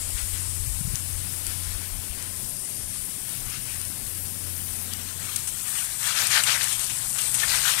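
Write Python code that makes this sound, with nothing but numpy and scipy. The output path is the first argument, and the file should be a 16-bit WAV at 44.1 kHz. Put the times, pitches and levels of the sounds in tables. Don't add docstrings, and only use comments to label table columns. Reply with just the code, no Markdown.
import sys
import numpy as np
from scipy import signal
from scipy.fft import rfft, irfft, next_fast_len
from scipy.io import wavfile
from scipy.ndimage import uniform_filter1d, map_coordinates

SR = 44100
rng = np.random.default_rng(int(sys.argv[2]) if len(sys.argv) > 2 else 0)


def attenuation_scalar(level_db):
    decades = np.asarray(level_db, float) / 20
    return 10 ** decades


def output_pcm(signal):
    pcm = np.clip(np.atleast_2d(signal).T, -1, 1) * 32767
    wavfile.write(sys.argv[1], SR, np.round(pcm).astype(np.int16))


N = 343980


def unit(x):
    return x / np.sqrt(np.mean(x ** 2) + 1e-20)


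def power_db(*levels_db):
    return 10 * np.log10(sum(attenuation_scalar(db) ** 2 for db in levels_db) + 1e-20)


def curves(rows):
    s, *cols = np.transpose(rows)
    return [np.interp(np.arange(N) / SR, s, c) for c in cols]


def wobble(rate_hz):
    coarse = np.arange(0, N + 32, 32)
    knots = rng.standard_normal(int(N * rate_hz / SR) + 4)
    return np.interp(np.arange(N), coarse, map_coordinates(knots, [coarse * rate_hz / SR]))


def crossing(middle_s, length_s, level_db):
    t = np.arange(0, N / SR, .001)[:, None]
    steepness = np.where(t < middle_s, 3.3, 1.2)
    away = np.abs(2 * (t - middle_s) / length_s) ** steepness
    level = power_db(*(level_db - 6 * np.minimum(away, 20)).T)
    return np.interp(np.arange(N) / SR, t[:, 0], level)


def coloured(x, spectrum):
    m = next_fast_len(N + 8192)
    hz, db = np.transpose(spectrum)
    log_hz = np.log(np.fft.rfftfreq(m, 1 / SR) + 1)
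    gain = attenuation_scalar(np.interp(log_hz, np.log(hz), db, left=-120, right=-120))
    return unit(irfft(rfft(x, m) * gain, m)[:N])


def rush(spectrum, patchy_db):
    z = signal.stft(rng.standard_normal(N + 512), nperseg=512)[2]
    field = uniform_filter1d(uniform_filter1d(rng.standard_normal(z.shape), 8, axis=0), 8, axis=1)
    patchy = signal.istft(z * attenuation_scalar(patchy_db * unit(field)), nperseg=512)[1]
    return coloured(patchy[:N], spectrum)


def pings(start_s, hz, cycles, size):
    k = np.arange(192)
    turn = np.outer(hz / SR, k).astype(np.float32)
    swell = 1 - np.exp(-.8 * turn)
    decay = np.exp(-turn * np.float32(np.log(1000) / cycles))
    wave = size[:, None] * np.sin(2 * np.pi * turn) * swell * decay
    at = np.clip((start_s * SR).astype(int), 0, N)[:, None] + k
    return np.bincount(at.ravel(), wave.ravel(), N + 256)[:N]


def drops(count, hz, spread, cycles, scatter_db):
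    count = count // 2
    bigness = np.minimum(rng.exponential(size=count), 3)
    size = attenuation_scalar(scatter_db * bigness) * rng.choice([-1, 1], size=count)
    pitch = np.clip(hz * np.exp(spread * rng.standard_normal(count)), 500, 15000)
    half = pings(rng.uniform(0, N / SR / 2, size=count), pitch, cycles, size)
    return unit(half + np.roll(half, N // 2))


def blend(noise, grains, share):
    share = np.clip(share, 0, 1)
    return np.sqrt(1 - share) * noise + np.sqrt(share) * grains


# start_s [s], level_db [dB]
WIND = [
    (0.0, -48),
    (0.19, -41),
    (0.95, -35.5),
    (1.13, -43.5),
    (2.08, -51),
    (2.11, -39.5),
    (2.5, -54.5),
    (3.43, -47),
    (5.37, -58),
    (7.8, -51),
]
# start_s [s], peak_db [dB], pitch_hz [Hz]
WIND_THUMPS = [(0.138, -29, 38.2), (0.224, -24, 53.7), (0.328, -27, 45), (0.627, -39, 37.97),
               (0.67, -19, 81), (0.742, -27, 37.57), (0.808, -20.5, 130), (0.829, -38, 38),
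               (0.847, -21, 104), (0.873, -21.5, 127), (0.893, -27, 51.1), (0.936, -20, 110),
               (1.469, -30, 37.4), (1.712, -25.5, 40), (1.787, -39, 91.2), (1.989, -31, 77.9),
               (2.096, -26, 59), (2.164, -40, 37.7), (3.449, -35, 37.7)]
# pitch_hz [Hz], level_db [dB per Hz]
BUFFET = [(10, -23), (25, 2.5), (55, 3), (85, -1.5), (130, -39), (300, -52)]
# pitch_hz [Hz], level_db [dB per Hz]
RUMBLE = [(60, -33), (110, 1), (160, -7), (260, -12.5), (500, -26)]
# pitch_hz [Hz], level_db [dB per Hz]
STREET = [(150, 1), (280, -2), (450, -6.5), (700, -6.5), (1100, -12.5), (2000, -14)]
# pitch_hz [Hz], level_db [dB per Hz]
YARD = [(200, -8), (350, -2.5), (600, 0.5), (1000, 4.5), (1800, -13), (3000, -29)]


def wind_thumps():
    t = np.arange(N) / SR
    thumps = np.zeros(N)
    for s, db, hz in WIND_THUMPS:
        near = slice(max(int((s - .05) * SR), 0), int((s + .1) * SR))
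        turn = (t[near] - s) * hz - .6
        thumps[near] -= attenuation_scalar(db - 2.5) * np.cos(2 * np.pi * turn) * np.exp(-(turn / 0.53) ** 2)
    return thumps


def air(fade):
    buffet_db, = curves(WIND)
    t = np.arange(N) / SR
    dip_db = -2.5 * 4 * fade * (1 - fade)
    swell_db = 1 * np.cos(2 * np.pi * (t - 2.03) / 2.6)
    rumble_db = -50 + 1 * wobble(2.51) + swell_db + dip_db - 2 * fade
    drumming_db = crossing(*np.transpose(SWEEPS)[:3]) - 27
    murmur_db = power_db(-56.5 + swell_db + dip_db - 1.5 * fade, drumming_db)
    gusts = unit(attenuation_scalar(2.6 * wobble(7.6)) * rush(BUFFET, patchy_db=-3.0))
    wind = attenuation_scalar(buffet_db + 0.8) * gusts
    rumble = attenuation_scalar(rumble_db - 1.0) * rush(RUMBLE, patchy_db=-2.5)
    murmur = blend(rush(STREET, patchy_db=-1.0), rush(YARD, patchy_db=0.7), fade)
    return wind + wind_thumps() + rumble + attenuation_scalar(murmur_db + 3.5) * murmur


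# middle_s [s], length_s [s], level_db [dB]
HUM = [(0.09, 0.2, -42.5), (.55, 0.68, -38.5), (1.19, 0.36, -39), (1.718, 0.55, -40), (2.3, 0.3, -47),
       (2.87, 0.37, -50.5), (3.45, 0.29, -49.5), (3.86, 0.32, -46), (4.24, 0.25, -43.5), (4.577, 0.38, -42),
       (5.005, 0.52, -44.5), (5.444, 0.53, -52.5)]
# multiple [of the hum pitch], level_db [dB]
OVERTONES = [(2, -16), (3, -24.5)]
# pitch_hz [Hz], level_db [dB]
WHINE = [(1040, -66)]
# pitch_hz [Hz], level_db [dB]
DRONE = [(70.0, -58.5), (118.4, -53), (140.0, -57.5), (209.9, -67)]


def machines(fade):
    t = np.arange(N) / SR
    hum_hz = 90.45 + 0.31 * wobble(2.97)
    phase = 2 * np.pi * np.cumsum(hum_hz) / SR
    hum = attenuation_scalar(crossing(*np.transpose(HUM))) * np.sin(phase)
    upper, drone = np.zeros(N), np.zeros(N)
    for multiple, db in OVERTONES:
        upper += attenuation_scalar(-46.0 + db + 1.8 * wobble(4.5)) * np.sin(multiple * phase)
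    for hz, db in WHINE:
        upper += attenuation_scalar(db - 4 + 3.3 * wobble(2.93)) * np.sin(2 * np.pi * hz * t + 0.75 * wobble(6))
    for hz, db in DRONE:
        drone += attenuation_scalar(db + 0.1 + 1.4 * wobble(4)) * np.sin(2 * np.pi * hz * t + 0.55 * wobble(3.9))
    return np.sqrt(2) * (hum + (1 - fade) * upper + fade * drone)


# middle_s [s], length_s [s], level_db [dB], pitch_hz [Hz]
PASSING = [
    (3.58, 0.72, -53, 125),
    (4.75, .8, -59.5, 235),
    (4.9, 0.58, -60.5, 220),
    (4.45, 0.38, -55, 140),
]


def engines():
    t = np.arange(N) / SR
    notes = np.zeros(N)
    for s, length, db, hz in PASSING:
        level_db = crossing(*np.transpose([(s, length, db)])) + 2.4 * wobble(7)
        notes += np.sqrt(2) * attenuation_scalar(level_db) * np.sin(2 * np.pi * hz * t + 0.63 * wobble(6))
    return notes


def splats(table, count, low_hz, low_cycles, gain_db, scatter_db, fading_db):
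    s, db, low_db, length = np.transpose(table)[:, :, None]
    u, z = rng.uniform(size=(len(s), count)), rng.standard_normal((len(s), count))
    z = np.clip(z, -1, 1)
    order = np.arange(count)
    late = (order + .9 * u * (order > 0)) / count
    at = (s + .0012 + late * length).ravel()
    tick_db = db + gain_db - fading_db * late + scatter_db * (u[:, ::-1] - .5)
    tap_db = db + gain_db + low_db + 6.0 - 11.0 * late
    ticks = pings(at, 8800 * np.exp(0.094 * z).ravel(), 8.2, attenuation_scalar(tick_db).ravel())
    taps = pings(at, low_hz * np.exp(0.12 * z[:, ::-1]).ravel(), low_cycles, attenuation_scalar(tap_db).ravel())
    return ticks + taps


# start_s [s], peak_db [dB], low_part_db [dB], length_s [s]
TICKS = [(0.9553, -19, -10, .0007), (1.0228, -31, -20, .0007), (1.4663, -17.5, -19, 0.001),
         (2.2248, -24, -20, .0007), (3.291, -27, -18, .002), (3.4994, -26, -18, 0.002),
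         (3.744, -29, -22, 0.002), (3.8144, -22, -26, .0008), (3.8506, -23, -16, .0008),
         (3.897, -33, -20, 0.0014), (4.9348, -18, -21, 0.0011), (5.2425, -33, -22, .001),
         (5.2508, -27, -22, .001), (5.3592, -13, -30, 0.0013), (5.3615, -25, -18, .001),
         (5.3632, -15, -21, .0007), (5.3652, -24, -12, .001), (5.4766, -20, -24, .002),
         (5.489, -24, -24, .0025), (5.5837, -34, -24, .001), (6.03, -20, -16, .001),
         (6.072, -16.5, -16, 0.003), (6.218, -22, -12, .001), (6.2692, -14, -24, .0014),
         (6.35, -21, -10, .001), (6.4352, -14, -26, 0.0022), (6.4432, -23, -20, .001),
         (6.6308, -20, -24, .0024), (6.635, -17, -24, .002), (6.6412, -13, -30, .0024),
         (6.6947, -19, -24, .0005), (6.7271, -18, -24, .0024), (6.794, -17, -18, .001),
         (7.0955, -24, -22, .001), (7.148, -26, -15, 0.001), (7.1895, -27, -9, .001),
         (7.2167, -14, -30, .001), (7.3452, -22, -24, .002), (7.6284, -24, -10, .001)]
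# start_s [s], peak_db [dB], low_part_db [dB], length_s [s]
SPLATS = [(5.2894, -36, -10, 0.01), (5.3596, -25, -21, 0.009), (5.472, -17, -28, 0.015),
          (5.488, -22, -28, 0.013), (5.785, -22, -19, 0.0076), (6.267, -13.5, -30, 0.01),
          (6.436, -14, -16.5, 0.012), (6.627, -17, -33, 0.018), (6.68, -18, -32, 0.01),
          (6.724, -15, -33, 0.013), (7.188, -26, -11, 0.015), (7.3421, -10.5, -27, 0.016)]


def stray_drops():
    small = splats(TICKS, count=2, low_hz=6200, low_cycles=11.0, gain_db=17.0, scatter_db=-1.0, fading_db=7.0)
    big = splats(SPLATS, count=15, low_hz=2830, low_cycles=11.6, gain_db=11.0, scatter_db=6, fading_db=5.5)
    return small + big


# start_s [s], level_db [dB], pitch_hz [Hz]
TAPS = [(0.957, -15, 9500), (0.9573, -22, 3500), (1.1308, -14, 6400), (1.1312, -15, 9500),
        (1.4598, -16, 12000), (2.4463, -15, 5800), (4.0698, -22, 4200), (4.936, -11, 5700),
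        (4.937, -15, 4370), (5.3612, -10, 6200), (5.365, -13, 5800), (5.786, -14, 5500), (5.5849, -9, 9000),
        (6.1252, -11, 3000), (6.5767, -8, 9000), (6.6186, -8, 4500), (6.7153, -15, 3000),
        (6.8989, -16, 2600), (7.3948, -12, 4500), (7.5025, -3, 4270), (6.4372, -3.5, 9000),
        (6.4388, -6, 8500), (7.6797, -5, 4000), (6.2195, -6, 4000)]


def lone_drops():
    s, db, hz = np.transpose(TAPS)
    return pings(s, hz, 7.8, attenuation_scalar(db))


# middle_s [s], peak_db [dB], pitch_hz [Hz]
POPS = [
    (7.436, -20.5, 1805),
    (7.435, -30, 2170),
]


def pops():
    t = np.arange(N) / SR
    return sum(attenuation_scalar(db) * np.sin(2 * np.pi * hz * t) * np.exp(-((t - s) / 0.0051) ** 2) for s, db, hz in POPS)


# middle_s [s], length_s [s], drop_db [dB], leaf_hz [Hz]
LEAVES = [(3.518, 0.047, -39, 2750), (3.56, .05, -41, 4300), (3.71, 0.047, -36, 2780),
          (3.74, 0.043, -42, 2050), (3.801, 0.082, -44, 2300), (6.036, 0.029, -37, 1310),
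          (6.232, .08, -28, 4500), (7.67, .08, -25.5, 1550), (7.632, .05, -26, 4300),
          (7.74, 0.055, -28, 4400), (6.13, .1, -30.5, 1500), (6.169, .1, -30, 3100),
          (7.689, 0.11, -26, 4200), (7.4, .04, -33, 4500), (5.291, .015, -36, 1400),
          (5.33, 0.037, -33, 3300), (5.68, 0.073, -36, 2980), (5.789, 0.0099, -28, 3220),
          (6.042, 0.028, -30.5, 1930), (6.202, 0.056, -29, 1890), (6.371, 0.08, -19.5, 4200),
          (6.365, 0.025, -16.5, 1800), (6.392, 0.032, -22.5, 1660), (6.487, 0.022, -24.5, 1710),
          (6.5, 0.061, -18, 4180), (6.515, .04, -19, 3000), (6.563, 0.031, -23, 1930),
          (6.612, .02, -23, 4600), (6.722, .012, -27.5, 3070), (6.904, 0.018, -32, 2600),
          (7.508, 0.056, -18, 4350), (7.555, 0.046, -31, 1480), (7.569, 0.048, -22.5, 4300),
          (7.679, 0.05, -23, 3300), (7.7, 0.076, -28, 4950), (7.79, 0.019, -26, 1900)]


def struck_leaves(count):
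    s, length, db, hz = np.transpose(LEAVES)[:, :, None]
    shape = (len(s), count)
    when, detune, strength = rng.uniform(-.5, .5, shape), rng.standard_normal(shape), rng.standard_normal(shape)
    crowd_db = 10 * np.log10(length / .05)
    size = attenuation_scalar(db + 1.0 + crowd_db + 3.7 * strength)
    return pings((s + when * length).ravel(), (hz * np.exp(0.09 * detune)).ravel(), 13.2, size.ravel())


# pitch_hz [Hz], level_db [dB per Hz]
FIZZ = [(9500, -37), (10800, 4), (12000, 4), (13200, -2.5), (14300, -1), (15300, -3.5), (16000, -6)]
# start_s [s], level_db [dB], landing_distance_m [m]
FAR = [(0, -35.5, 3.7), (.6, -35.5, 5), (1.15, -35.5, 4.3), (1.3, -37.5, 4.1), (1.5, -36, 3.4),
       (2.0, -39, 4.55), (2.5, -36.5, 6.6), (2.85, -36.5, 5.6), (3.5, -38.5, 5.3), (3.8, -36, 4.7),
       (3.95, -38, 4.9), (4.4, -37.5, 5.8), (4.6, -38.5, 4.6), (4.68, -36, 5.3), (4.9, -39, 4.4)]
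# middle_s [s], length_s [s], level_db [dB]
PASSES = [(.2, 0.076, -44.5), (0.372, 0.1, -48.5), (.96, 0.038, -48.5), (1.523, 0.033, -46.5),
          (1.832, 0.043, -48.5), (2.23, 0.19, -50.5), (3.335, 0.17, -51), (3.494, .07, -49.5),
          (3.553, 0.073, -44), (3.714, 0.12, -48.5), (3.84, 0.055, -52), (4.175, 0.066, -52.5),
          (4.49, .05, -53), (4.643, .06, -67)]
# pitch_hz [Hz], level_db [dB per Hz]
HISS_FAR = [(3000, -33), (5000, -12.5), (7200, -14.5), (8400, -5), (9550, 1), (10500, -7), (11500, -11),
            (13000, -26)]
# pitch_hz [Hz], level_db [dB per Hz]
GRASS = [(400, -39), (900, -5.5), (1600, -2.5), (2800, 1), (4500, -1), (6500, -1.5), (10000, -8.5)]
# pitch_hz [Hz], level_db [dB per Hz]
MIST = [(5000, -54), (6800, -1), (8200, 7), (9000, -4), (10000, -12)]
# pitch_hz [Hz], level_db [dB per Hz]
SHRUBS = [(800, -12), (1500, -1.5), (2500, 0), (4000, -2.5), (6500, -3.5), (9000, -14)]


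def far_sprinkler():
    t = np.arange(N) / SR
    hiss_db, metres = curves(FAR)
    spreading_db = -20 * np.log10(metres)
    patter_db = -35.5 + spreading_db
    cloud_db = 8 / (1 + (t / 0.99) ** 12)
    mist_db = -30.5 + spreading_db + cloud_db
    fizz_db = -43 + 0.67 * t + .3 * (hiss_db - hiss_db.mean())
    sputter = wobble(14)
    nozzle_drops = drops(count=9000, hz=9270, spread=0.13, cycles=14, scatter_db=2.5)
    hiss = blend(rush(HISS_FAR, patchy_db=1.0), nozzle_drops, share=0.2)
    grass_drops = drops(count=9000, hz=3500, spread=0.49, cycles=3.8, scatter_db=2.5)
    patter = blend(rush(GRASS, patchy_db=1.5), grass_drops, share=0.17)
    mist = attenuation_scalar(mist_db - 5.0) * rush(MIST, patchy_db=2.5)
    fizz = attenuation_scalar(fizz_db - 0.6 + 1.1 * wobble(10) + 0.27 * sputter) * rush(FIZZ, patchy_db=1.5)
    shrubs_db = crossing(*np.transpose(PASSES)) + 3.5 + 0.81 * wobble(29.97)
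    shrubs = attenuation_scalar(shrubs_db) * rush(SHRUBS, patchy_db=-0.2)
    jet = attenuation_scalar(hiss_db + 0.25 + 0.5 * sputter) * hiss + attenuation_scalar(patter_db + 3.0 + .5 * sputter) * patter
    return jet + mist + fizz + shrubs


# start_s [s], level_db [dB]
NEAR = [(4.86, -39), (5.2, -37), (5.6, -34.5), (5.78, -29.5), (5.855, -30), (5.875, -35), (6.08, -30.5),
        (6.16, -33), (6.5, -29.5), (6.59, -32.5), (6.66, -30.5), (7.0, -31), (7.35, -28), (7.47, -29),
        (7.56, -27.5), (7.62, -29.5), (7.68, -28.5), (7.8, -30.5)]
# middle_s [s], length_s [s], level_db [dB], heavy_over_fine_db [dB]
SWEEPS = [(4.993, 0.26, -46, 0.5), (5.276, 0.16, -44.5, 2.5), (5.293, 0.02, -42, 0),
          (5.343, 0.075, -42.5, -9), (5.48, 0.024, -45, 3), (5.55, 0.067, -49, 1), (5.683, 0.082, -44.5, 4),
          (5.808, 0.16, -41.5, 2.5), (5.946, 0.14, -43, 0.5), (6.103, 0.16, -32, 0.5),
          (6.217, 0.12, -28, -0.5), (6.329, 0.054, -27.5, 2.5), (6.377, 0.075, -26.5, 3.5),
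          (6.487, 0.051, -28, 1), (6.537, 0.088, -28.5, 1.5), (6.631, 0.06, -31.5, 2),
          (6.716, 0.17, -35.5, -2.5), (6.828, 0.092, -36, -2), (6.908, 0.027, -35.5, -5),
          (7.006, 0.18, -42.5, 0), (7.172, 0.048, -41, 6.5), (7.19, 0.011, -29.5, -2.5),
          (7.26, 0.16, -37, -3), (7.356, 0.055, -39, 1), (7.408, 0.054, -30, -4),
          (7.437, 0.036, -35.5, 8.5), (7.543, 0.15, -29, 1), (7.696, 0.11, -27.5, 0.5),
          (7.81, 0.064, -29.5, 0)]
# pitch_hz [Hz], level_db [dB per Hz]
HISS_NEAR = [(3000, -26), (5000, -16.5), (6500, -15.5), (8360, 0.5), (9500, -2), (11000, -8),
             (14500, -10.5), (16000, -18)]
# pitch_hz [Hz], level_db [dB per Hz]
SIZZLE = [(4500, -13), (5500, 1.5), (6800, 3), (8000, -2.5), (9500, -25)]


def near_sprinkler():
    t = np.arange(N) / SR
    middle, length, db, heavy_over_db = np.transpose(SWEEPS)
    stream_db = crossing(middle, length, db)
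    hiss_db = power_db(*curves(NEAR), stream_db - 4.5)
    drip_fine_db, drip_heavy_db = -45.5, -47.5
    fine_db = power_db(drip_fine_db, stream_db)
    heavy_db = power_db(drip_heavy_db, crossing(middle, length, db + heavy_over_db))
    sputter = wobble(28)
    nozzle_drops = drops(count=12000, hz=8800, spread=.14, cycles=14, scatter_db=3.5)
    hiss = blend(rush(HISS_NEAR, patchy_db=1.3), nozzle_drops, share=.25)
    fine_spray = rush([(2200, -2.0), (3100, 0.5), (4200, -1.0), (5200, -4.0), (7500, -5.0)], patchy_db=2.5)
    fine_drops = drops(count=12000, hz=4550, spread=0.204, cycles=20, scatter_db=5.0)
    fine = blend(fine_spray, fine_drops, share=0.23)
    heavy_spray = rush([(450, -18.0), (800, -11.5), (1200, -5.5), (1800, -4), (2500, -7.5), (3600, -11)],
                       patchy_db=1.2)
    heavy_drops = drops(count=6000, hz=1917, spread=0.2, cycles=12.6, scatter_db=6.0)
    heavy = blend(heavy_spray, heavy_drops, share=0.29)
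    sizzle_db = -52 + 1 * (fine_db - drip_fine_db) + 0.5 * sputter
    sizzle = attenuation_scalar(sizzle_db) * rush(SIZZLE, patchy_db=2.2)
    linger_db = -44 - 4 * np.maximum(t - NEAR[0][0], 0)
    burst_db = stream_db - 11
    fizz = attenuation_scalar(power_db(burst_db, linger_db) + 1.9 * wobble(16)) * rush(FIZZ, patchy_db=-0.5)
    patter = attenuation_scalar(fine_db - 2.0 + 1 * sputter) * fine + attenuation_scalar(heavy_db - 5.0 + 1 * sputter) * heavy
    return fizz + sizzle + attenuation_scalar(hiss_db - 0.4 + 0.22 * sputter) * hiss + patter


# start_s [s], end_s [s]
FADE = (5.04, 6.25)


def scene():
    t = np.arange(N) / SR
    fade = np.interp(t, FADE, (0, 1))
    change_s = FAR[-1][0]
    near = np.interp(t, (change_s - .03, change_s + 0.024), (0, 1))
    water = np.sqrt(1 - near) * far_sprinkler() + np.sqrt(near) * near_sprinkler()
    single_drops = stray_drops() + lone_drops() + pops() + struck_leaves(count=36)
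    background = air(fade) + machines(fade) + engines()
    left = 2 * (water + single_drops + background)
    return np.array([left, np.zeros(N)])


# pitch_hz [Hz], threshold_db [dB]
AUDIBLE = [(700, -8), (1300, -4.5), (5000, -5), (7000, -9), (12000, -9), (13000, -5), (16000, -4.5)]
# middle_s [s], length_s [s], rise_db [dB], pitch_hz [Hz], width_hz [Hz]
TREBLE_THINNING = [(.4, 1.1, 6, 14200, 200), (2.8, .85, 5.5, 14400, 1200), (2.68, .1, 7, 14500, 550),
                   (2.87, .12, 5, 14200, 350), (3.16, .05, 6, 14600, 400), (6.8, 2.2, 4, 14000, 2300),
                   (6.8, 2.2, 5, 15900, 900), (5.82, .15, 3, 14600, 900), (6.4, .35, 3, 15500, 800),
                   (6.9, .35, 2, 13200, 1000), (7.3, .2, 2, 13300, 1200), (7.45, .3, 3, 15500, 700)]


def silence_faint_patches(sound, top_hz):
    hz, t, z = signal.stft(sound, SR, nperseg=2048)
    power = np.abs(z) ** 2
    local = np.sqrt(np.abs(uniform_filter1d(power, size=5, axis=0)))
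    around = np.sqrt(np.abs(uniform_filter1d(power, size=48, axis=0)))
    field = uniform_filter1d(rng.standard_normal(z.shape), size=16, axis=0)
    luck = unit(uniform_filter1d(field, size=2, axis=1))
    rise_db = np.zeros(z.shape)
    for s, length, db, at_hz, wide_hz in TREBLE_THINNING:
        rise_db += db * np.exp(-((hz[:, None] - at_hz) / wide_hz) ** 2 - (2 * (t - s) / length) ** 6)
    threshold_db = np.interp(hz, *np.transpose(AUDIBLE), left=-60)[:, None]
    spared_db = -4 * np.outer(hz < 7000, t > FADE[1])
    threshold = attenuation_scalar(threshold_db + spared_db + rise_db * (1 + .35 * luck))
    kept = np.clip(10 * (local / (around + 1e-12) / threshold - 1), 0, 1) * (hz < top_hz)[:, None]
    return signal.istft(z * kept, SR, nperseg=2048)[1][:N]


def roll_off(x):
    return signal.sosfilt(signal.butter(12, 15765, fs=SR, output="sos"), x)


def record(dry):
    ceiling = .76
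    rounded = dry[0] / (1 + np.abs(dry[0] / ceiling) ** 6) ** (1 / 6)
    left = silence_faint_patches(rounded, top_hz=15765)
    return roll_off(np.array([left, dry[1]]))


dry = scene()
out = record(dry)
output_pcm(out)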